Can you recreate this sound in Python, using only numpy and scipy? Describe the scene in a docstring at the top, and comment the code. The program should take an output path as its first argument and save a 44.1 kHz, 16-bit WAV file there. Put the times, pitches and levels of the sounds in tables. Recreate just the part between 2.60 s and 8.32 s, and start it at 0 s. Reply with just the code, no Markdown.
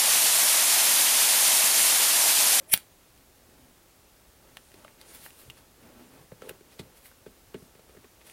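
"""Over two faint, brief wavering tones, a small metal clamp scrapes off its seat and snaps shut, ringing.
Then a zipper tape is pressed onto leather: fingers tick and brush over tape and teeth, the leather gives
low creaks, and a bone folder rubs and presses the seam, softly knocking the cutting mat and the bench.
One microphone, close to the workbench, in a small, dry room."""
import sys
import numpy as np
from scipy import signal
from scipy.fft import rfft, irfft
from scipy.io import wavfile

SR = 44100
rng = np.random.default_rng(int(sys.argv[2]) if len(sys.argv) > 2 else 0)


def store_wav(level_fs):
    """Save 16-bit WAV to argv[1]."""
    pcm = np.round(np.clip(np.atleast_2d(level_fs), -1, 1) * 32767)
    wavfile.write(sys.argv[1], SR, pcm.T.astype(np.int16))


N = 252296
TIME = np.arange(N) / SR


# the jaws sliding ever harder, then letting go: time_s, level_db
SLIDE_LEVELS = [(0.06, -85), (0.094, -48), (0.111, -44), (0.118, -28), (0.126, -24), (0.135, -17),
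                (0.138, -10), (0.141, -50), (0.15, -100)]
# resonances of the sliding jaws: pitch_hz, width_hz, gain_db
SLIDING_JAW_MODES = [(1840, 270, -11), (2400, 410, -8.5), (3250, 400, -12.5), (5530, 400, -11.5),
                     (7620, 250, -8), (8600, 280, -6), (9600, 350, 0), (10700, 440, 2), (11200, 350, 2.5),
                     (12900, 570, -6), (14500, 450, -12.5)]

def clamp_slide(slips_per_s=750, jitter=.35, slip_decay=1.8):
    """The jaws stick and slip; each slip is a puff of grit that fades before the next."""
    unsteadiness = unit_power(cut(rng.standard_normal(N), slips_per_s, "low"))
    slips = np.cumsum(slips_per_s * (1 + jitter * unsteadiness)) / SR
    grit = rng.choice([-1, 1], N) * np.exp(-slip_decay * (slips % 1))
    effort = amp(np.interp(TIME, *np.transpose(SLIDE_LEVELS)))
    return resonate(grit * effort, SLIDING_JAW_MODES) / np.std(resonate(grit, SLIDING_JAW_MODES))


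# the jaws striking each other: start_s, level_db, low_cut_hz, chatter_s
JAW_STRIKES = [(0.1000, -26, 1500, .0002), (0.1364, 8.5, 8500, 0.00034), (0.1371, 10, 7500, .0006),
               (0.1379, 10, 1220, 0.00053), (0.1392, 10, 448, 0.00042), (0.141, -8, 2000, 0.00084),
               (0.1553, -20.5, 2000, .0003), (0.1605, -21, 900, .004), (0.1985, -33, 900, 0.0027)]
# resonances of the closed clamp: pitch_hz, width_hz, gain_db
CLOSED_CLAMP_MODES = [(855, 810, -7), (1846, 220, 4.5), (2450, 165, 3), (2800, 190, 5), (3290, 260, 6),
                      (4303, 530, 3.5), (5670, 340, -3.5), (7650, 450, -9.5), (8900, 290, 0),
                      (10060, 290, 5.5), (10140, 200, 1), (10800, 220, -5), (11400, 220, -2.5),
                      (13100, 568, -4), (14400, 240, 1.5), (15060, 300, 9)]

def clamp_snap(chatter=.19, crack_db=-16):
    """Hard contacts with a trace of chatter ring the clamp, close to the microphone."""
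    force, t = np.zeros(N), TIME[:SR // 50]
    for start_s, db, low_cut_hz, chatter_s in JAW_STRIKES:
        contact = chatter * rng.choice([-1, 1], len(t)) * np.exp(-t / chatter_s)
        contact[0] = 1
        add(force, start_s, amp(db) * cut(contact, low_cut_hz, "high"))
    return resonate(force, CLOSED_CLAMP_MODES) + amp(crack_db) * force


# the clamp's snap jolting the mat: start_s, level_db, pitch_hz
CLAMP_JOLTS = [(0.1367, -31.5, 170), (0.1375, -23, 680)]
# presses on the seam; the hand's weight, bench ring and scuff are relative to the level:
# start_s, level_db, pitch_hz, weight_db, ring_db, scuff_db, brightness_hz
SEAM_PRESSES = [(1.9687, -47, 750, -15, -12, -10, 4000), (2.1405, -48, 380, -8, -10, -10, 6000),
                (2.2478, -43, 600, -20, -18, -16, 4000), (3.7185, -37, 490, -3, -12, -18, 2000),
                (3.8204, -35.5, 473, -15, -7, -14, 3000), (3.8945, -38, 466, -16, -14, -12, 2200),
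                (3.9075, -37, 410, -12, -15, -22, 2500), (4.0075, -45.5, 400, -14, -12, -18, 2500),
                (4.1935, -35, 415, -0.5, -2, -7, 6200), (4.6632, -35.5, 430, -12, -6, -18, 3500),
                (4.9440, -30, 410, -8.5, -2, -16, 2400), (5.0205, -49.5, 420, 4, -2, -15, 4000),
                (5.1505, -49, 437, -12, -13, -12, 3000), (5.1925, -48.5, 453, -12, -15, -13, 3500),
                (5.2925, -49, 450, -15, -12, -8, 2500), (5.3485, -48, 460, -15, -10, -14, 2500),
                (5.3690, -46.5, 380, -7, -5, -9, 1500), (5.4425, -46, 430, -20, -5, -10, 2500)]

def mat_pushes(weight_hz=142, rebound_hz=255, judder_hz=455, judder_start_s=3.839, judder_gap_s=.0115):
    """Clamp, hand and folder push the mat; yields start_s, level_db, pitch_hz, swell_cycles, ring_db."""
    for start_s, db, hz in CLAMP_JOLTS:
        yield start_s, db, hz, .36, -18
    for start_s, db, hz, weight_db, ring_db, _, _ in SEAM_PRESSES:
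        yield start_s + .0015, db, hz, .87, ring_db  # the mat gives
        yield start_s + .003, db + weight_db, weight_hz, .45, ring_db  # the hand's weight lands
        yield start_s + .016, db + ring_db - 9.5, rebound_hz, .87, -7  # the bench kicks back once
    # the folder judders along the seam, each slip louder than the last
    for k, jitter in enumerate(rng.normal(0, .1, size=4)):
        yield judder_start_s + (k + jitter) * judder_gap_s, -45.5 + 1.9 * k, judder_hz, 1.2, -10


# resonances of the bench under the mat: pitch_hz, width_hz, gain_db
WORKBENCH_MODES = [(95, 12, 6), (129, 19, -3.5), (197, 22, 0.5), (281, 23, 5), (365, 18, -1), (437, 14, -4),
                   (636, 24, 9.5)]

def knocks(low_cut_hz=60, bench_lag_s=.0049):
    """Each push rocks the mat for a few cycles; the bench under it rings a moment later."""
    mat, bench_drive, t = np.zeros(N), np.zeros(N), TIME[:SR // 4]
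    for start_s, db, hz, swell_cycles, ring_db in mat_pushes():
        swell_s = swell_cycles / hz
        envelope = t / swell_s * np.exp(1 - t / swell_s)
        push = amp(db) * envelope * np.sin(2 * np.pi * hz * t)
        add(mat, start_s, push)
        add(bench_drive, start_s + bench_lag_s, amp(ring_db) * push)
    bench = sum(resonate(bench_drive, [mode]) for mode in WORKBENCH_MODES)
    return cut(mat + bench, low_cut_hz, "high")


# small metal parts and fingernails ticking: start_s, level_db, pitch_hz, t60_s, grit_db
SMALL_TOUCHES = [(0.1755, -17.5, 9900, .0017, -6), (0.5770, -54, 3000, .005, 5),
                 (1.9703, -23, 2920, .0021, -9.5), (1.9712, -37, 1750, .012, -8),
                 (2.1180, -45, 2000, .0046, 0), (2.1423, -41, 2600, .0036, -3),
                 (2.2468, -42, 3000, .0044, -3), (2.2485, -41, 1210, .023, -14),
                 (2.2805, -35, 1980, .0035, -14), (2.4140, -33, 3900, .003, -2.5),
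                 (2.6628, -29.5, 1770, .0047, -10), (2.7055, -37.5, 2800, .0037, -3),
                 (2.9, -31, 2910, .007, -5), (2.9042, -37, 2850, .0065, -1), (3.8204, -37, 1380, .009, -9),
                 (3.8940, -32, 2700, .008, -18), (4.1928, -40, 3900, .0095, -6),
                 (4.4570, -43.5, 2030, .012, -9), (4.5150, -45, 1480, .012, -6),
                 (4.944, -41, 2950, .01, -7), (5.6983, -38, 2530, .004, -2)]

def ticks(grit_t60_s=.0076, onset_s=.000079, tip_db=-9, tip_hz=1380, tip_t60_s=.009, tip_grit_db=-5):
    """A small hard touch, alone or at the start of a press: one damped ring and a burst of grit."""
    out, t = np.zeros(N), TIME[:SR // 20]
    tips = [(start_s, db + tip_db, tip_hz, tip_t60_s, tip_grit_db) for start_s, db, *_ in SEAM_PRESSES]
    for start_s, db, hz, t60_s, grit_db in list(SMALL_TOUCHES) + tips:
        ring = np.sin(2 * np.pi * hz * t) * amp(-60 * t / t60_s)
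        burst = amp(grit_db - 60 * t / grit_t60_s) * (1 - np.exp(-t / onset_s))
        grit = cut(burst * rng.standard_normal(len(t)), 900, "high")
        add(out, start_s, amp(db) * (ring + cut(grit, 11000, "low", order=1)))
    return out


# clamp, fingers and folder scuffing tape and leather: peak_s, level_db, fall_s, brightness_hz
SCUFF_STROKES = [(0.159, -40, .012, 14100), (2.42, -56, .031, 7000), (2.552, -45, .016, 18000),
                 (2.652, -47.5, .033, 16000), (2.805, -53.5, .042, 16000), (2.978, -56, .02, 9000),
                 (3.868, -57, .022, 3000), (3.895, -36, .0036, 13900), (4.13, -57, .028, 8100),
                 (4.373, -54.5, .016, 12000), (4.462, -50.5, .026, 14000), (5.615, -57.5, .009, 3500),
                 (5.671, -50.5, .016, 11100)]
# colour of a scuff at close range: frequency_hz, level_db
SCUFF_SPECTRUM = [(200, -6), (600, 4.5), (1000, 1.5), (1800, 4.5), (2900, 3), (4300, 3), (6500, -4),
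                  (9500, 5), (13000, 7.5), (16000, 4)]

def scuffs(rise_share=.8, press_lag_s=.001, press_rise_s=.003, press_fall_s=.01):
    """Each stroke of friction swells and dies; every press drags a short one with it."""
    out, grain = np.zeros(N), colour(friction(slips_per_s=9000, spread_db=4), SCUFF_SPECTRUM)
    free = [(peak_s, db, rise_share * fall_s, fall_s, hz) for peak_s, db, fall_s, hz in SCUFF_STROKES]
    pressed = [(start_s + press_lag_s, db + scuff_db, press_rise_s, press_fall_s, hz)
               for start_s, db, *_, scuff_db, hz in SEAM_PRESSES]
    for peak_s, db, rise_s, fall_s, brightness_hz in free + pressed:
        span = np.abs(TIME - peak_s) < 10 * fall_s
        t = TIME[span] - peak_s
        envelope = np.exp(-np.abs(t) / np.where(t < 0, rise_s, fall_s))
        out[span] += amp(db) * envelope * unit_power(cut(grain[span], brightness_hz, "low"))
    return out


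# skin gliding along the tape: middle_s, level_db, length_s
GLIDE_STROKES = [(2.1, -66, .36), (2.5, -54.5, .06), (2.61, -56, .1), (2.81, -61.5, .16), (3.55, -69, .2),
                 (3.87, -62, .06), (5.02, -65, .08), (5.71, -57, .06)]
# colour of skin on the weave: frequency_hz, level_db
GLIDE_SPECTRUM = [(1500, -13), (3000, -12), (7500, -11.5), (8800, -8), (9600, -3), (10500, -12.5),
                  (13000, -16), (16000, -25.5)]

def gliding():
    """Fingers slide lightly and hiss on the weave of the tape."""
    touch = sum(swell(*stroke) for stroke in GLIDE_STROKES)
    return touch * colour(friction(slips_per_s=12000, spread_db=3), GLIDE_SPECTRUM)


# hands and folder rubbing under pressure: middle_s, level_db, length_s
RUB_STROKES = [(0.0, -62, .25), (0.98, -64, .2), (1.9, -61, .12), (2.22, -58.5, .17), (2.53, -59, .24),
               (2.92, -62, .22), (3.27, -55, .1), (3.41, -55, .11), (3.58, -55, .11), (3.88, -56, .13),
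               (4.24, -61.5, .2), (5.36, -66, .2), (5.68, -62, .08)]
# colour of rubbing heard through leather: frequency_hz, level_db
RUB_SPECTRUM = [(60, -13), (130, -4.5), (185, -4.5), (260, -3), (450, -3.5), (750, -9.5), (1400, -14),
                (2500, -19), (6000, -28)]

def rubbing(resting_db=-65.5):
    """Firm rubbing murmurs through the leather, and faintly while the hands only hold the work."""
    pressure = np.sqrt(amp(resting_db) ** 2 + sum(swell(*stroke) ** 2 for stroke in RUB_STROKES))
    return pressure * colour(friction(slips_per_s=4000, spread_db=2.5), RUB_SPECTRUM)


# two faint, brief wavering tones at the start, then low leather creaks:
# middle_s, level_db, length_s, pitch_hz
TONES_AND_CREAKS = [(0.012, -59, .03, 570), (0.1, -60, .05, 640), (0.97, -63.5, .25, 250),
                    (2.888, -58, .04, 125), (3.265, -58, .065, 232), (3.39, -53.5, .07, 243),
                    (3.53, -63, .14, 260), (3.615, -58.5, .02, 145)]

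def tones_and_creaks(wander=.0715, wander_hz=40, flutter=.49):
    """Each is one wavering partial; the low ones are leather sticking and slipping, muted by the mat."""
    drift, tremble = [unit_power(cut(noise, wander_hz, "low")) for noise in rng.standard_normal((2, N))]
    wavering_time = np.cumsum(1 + wander * drift) / SR
    out = np.zeros(N)
    for middle_s, db, length_s, hz in TONES_AND_CREAKS:
        tone = np.sin(2 * np.pi * hz * wavering_time) * (1 + flutter * tremble)
        out += swell(middle_s, db, length_s) * unit_power(tone)
    return out


def room(direct, tools_t60_s=.04, walls_t60_s=.19, first_echo_s=.0027, bass_hz=700, bass_boost=.83):
    """Quick reflections off nearby tools, too small to return bass, then a warmer tail from the walls."""
    t = TIME[:SR // 3]
    near, far = rng.standard_normal((2, len(t))) * (t > first_echo_s)
    near *= amp(-60 * t / tools_t60_s)
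    far *= amp(-60 * t / walls_t60_s)
    tools = amp(-11) * cut(near / np.linalg.norm(near), bass_hz, "high")
    walls = amp(-16) * cut(far / np.linalg.norm(far), 8000, "low", order=1)
    walls += bass_boost * cut(walls, bass_hz, "low", order=1)
    return direct + signal.fftconvolve(direct, tools + walls)[:N]


# colour of the still room and the microphone's hiss: frequency_hz, level_db
ROOM_TONE_SPECTRUM = [(12, -33), (20, -11.5), (64, -4), (119, -12.5), (191, -17), (252, -15), (452, -18.5),
                      (505, -17.5), (811, -18.5), (932, -21.5), (1160, -21.5), (1450, -22.5), (2090, -24),
                      (2270, -24), (15500, -26)]

def room_tone(level_db=-59):
    """The still room and the microphone lay a steady, faint noise under the work."""
    return amp(level_db) * colour(rng.standard_normal(N), ROOM_TONE_SPECTRUM)


def friction(slips_per_s, spread_db):
    """Tiny slips of uneven size at random moments; unit power."""
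    sizes = amp(spread_db * np.minimum(rng.exponential(1, N), 4))
    slipping = rng.random(N) < slips_per_s / SR
    return unit_power(slipping * sizes * rng.choice([-1, 1], N))


def resonate(x, modes):
    """Ring parallel resonances of (pitch_hz, width_hz, gain_db), signs alternating."""
    out = np.zeros(N)
    for k, (hz, width_hz, db) in enumerate(modes):
        radius = np.exp(-np.pi * width_hz / SR)
        poles = [1, -2 * radius * np.cos(2 * np.pi * hz / SR), radius ** 2]
        ring = (1 - radius ** 2) / 2 * signal.lfilter([1, 0, -1], poles, x + 1e-18)
        out += (-1) ** k * amp(db) * ring
    return out


def swell(middle_s, db, length_s):
    """Gain of a smooth stroke that comes and goes around middle_s."""
    return amp(db) * np.exp(-2 * np.minimum(((TIME - middle_s) / length_s) ** 2, 20))


def colour(noise, spectrum):
    """Give a steady noise a spectrum; unit power."""
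    hz, db = np.transpose(spectrum)
    bins_hz = np.maximum(np.arange(N // 2 + 1) * SR / N, 1)
    gain = amp(np.interp(np.log(bins_hz), np.log(hz), db))
    return unit_power(irfft(rfft(noise) * gain, N))


def cut(x, hz, kind, order=2):
    """Low- or high-pass filter; kind names the side that passes."""
    return signal.sosfilt(signal.butter(order, hz, kind, fs=SR, output="sos"), x)


def add(track, start_s, sound):
    """Mix a short sound in at start_s."""
    start = max(round(start_s * SR), 0)
    track[start:start + len(sound)] += sound[:N - start]


def amp(db):
    """Decibels to gain."""
    return 10 ** (np.asarray(db) / 20)


def unit_power(x):
    """Scale to a mean square of one."""
    return x / np.sqrt(np.mean(x ** 2) + 1e-20)


def scene():
    """The handwork and two faint tones from close beside the bench, in mono, over quiet room tone."""
    work = clamp_slide() + clamp_snap() + knocks() + ticks() + scuffs() + gliding() + rubbing()
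    direct = work + tones_and_creaks()
    return (room_tone() + room(direct))[None]


def record(dry):
    """The highest peaks are rounded and the treble is cut steeply, gone by 16.7 kHz."""
    rounded = np.tanh(dry)
    return signal.sosfilt(signal.cheby2(24, 100, 16700, fs=SR, output="sos"), rounded)


dry = scene()
out = record(dry)
store_wav(out)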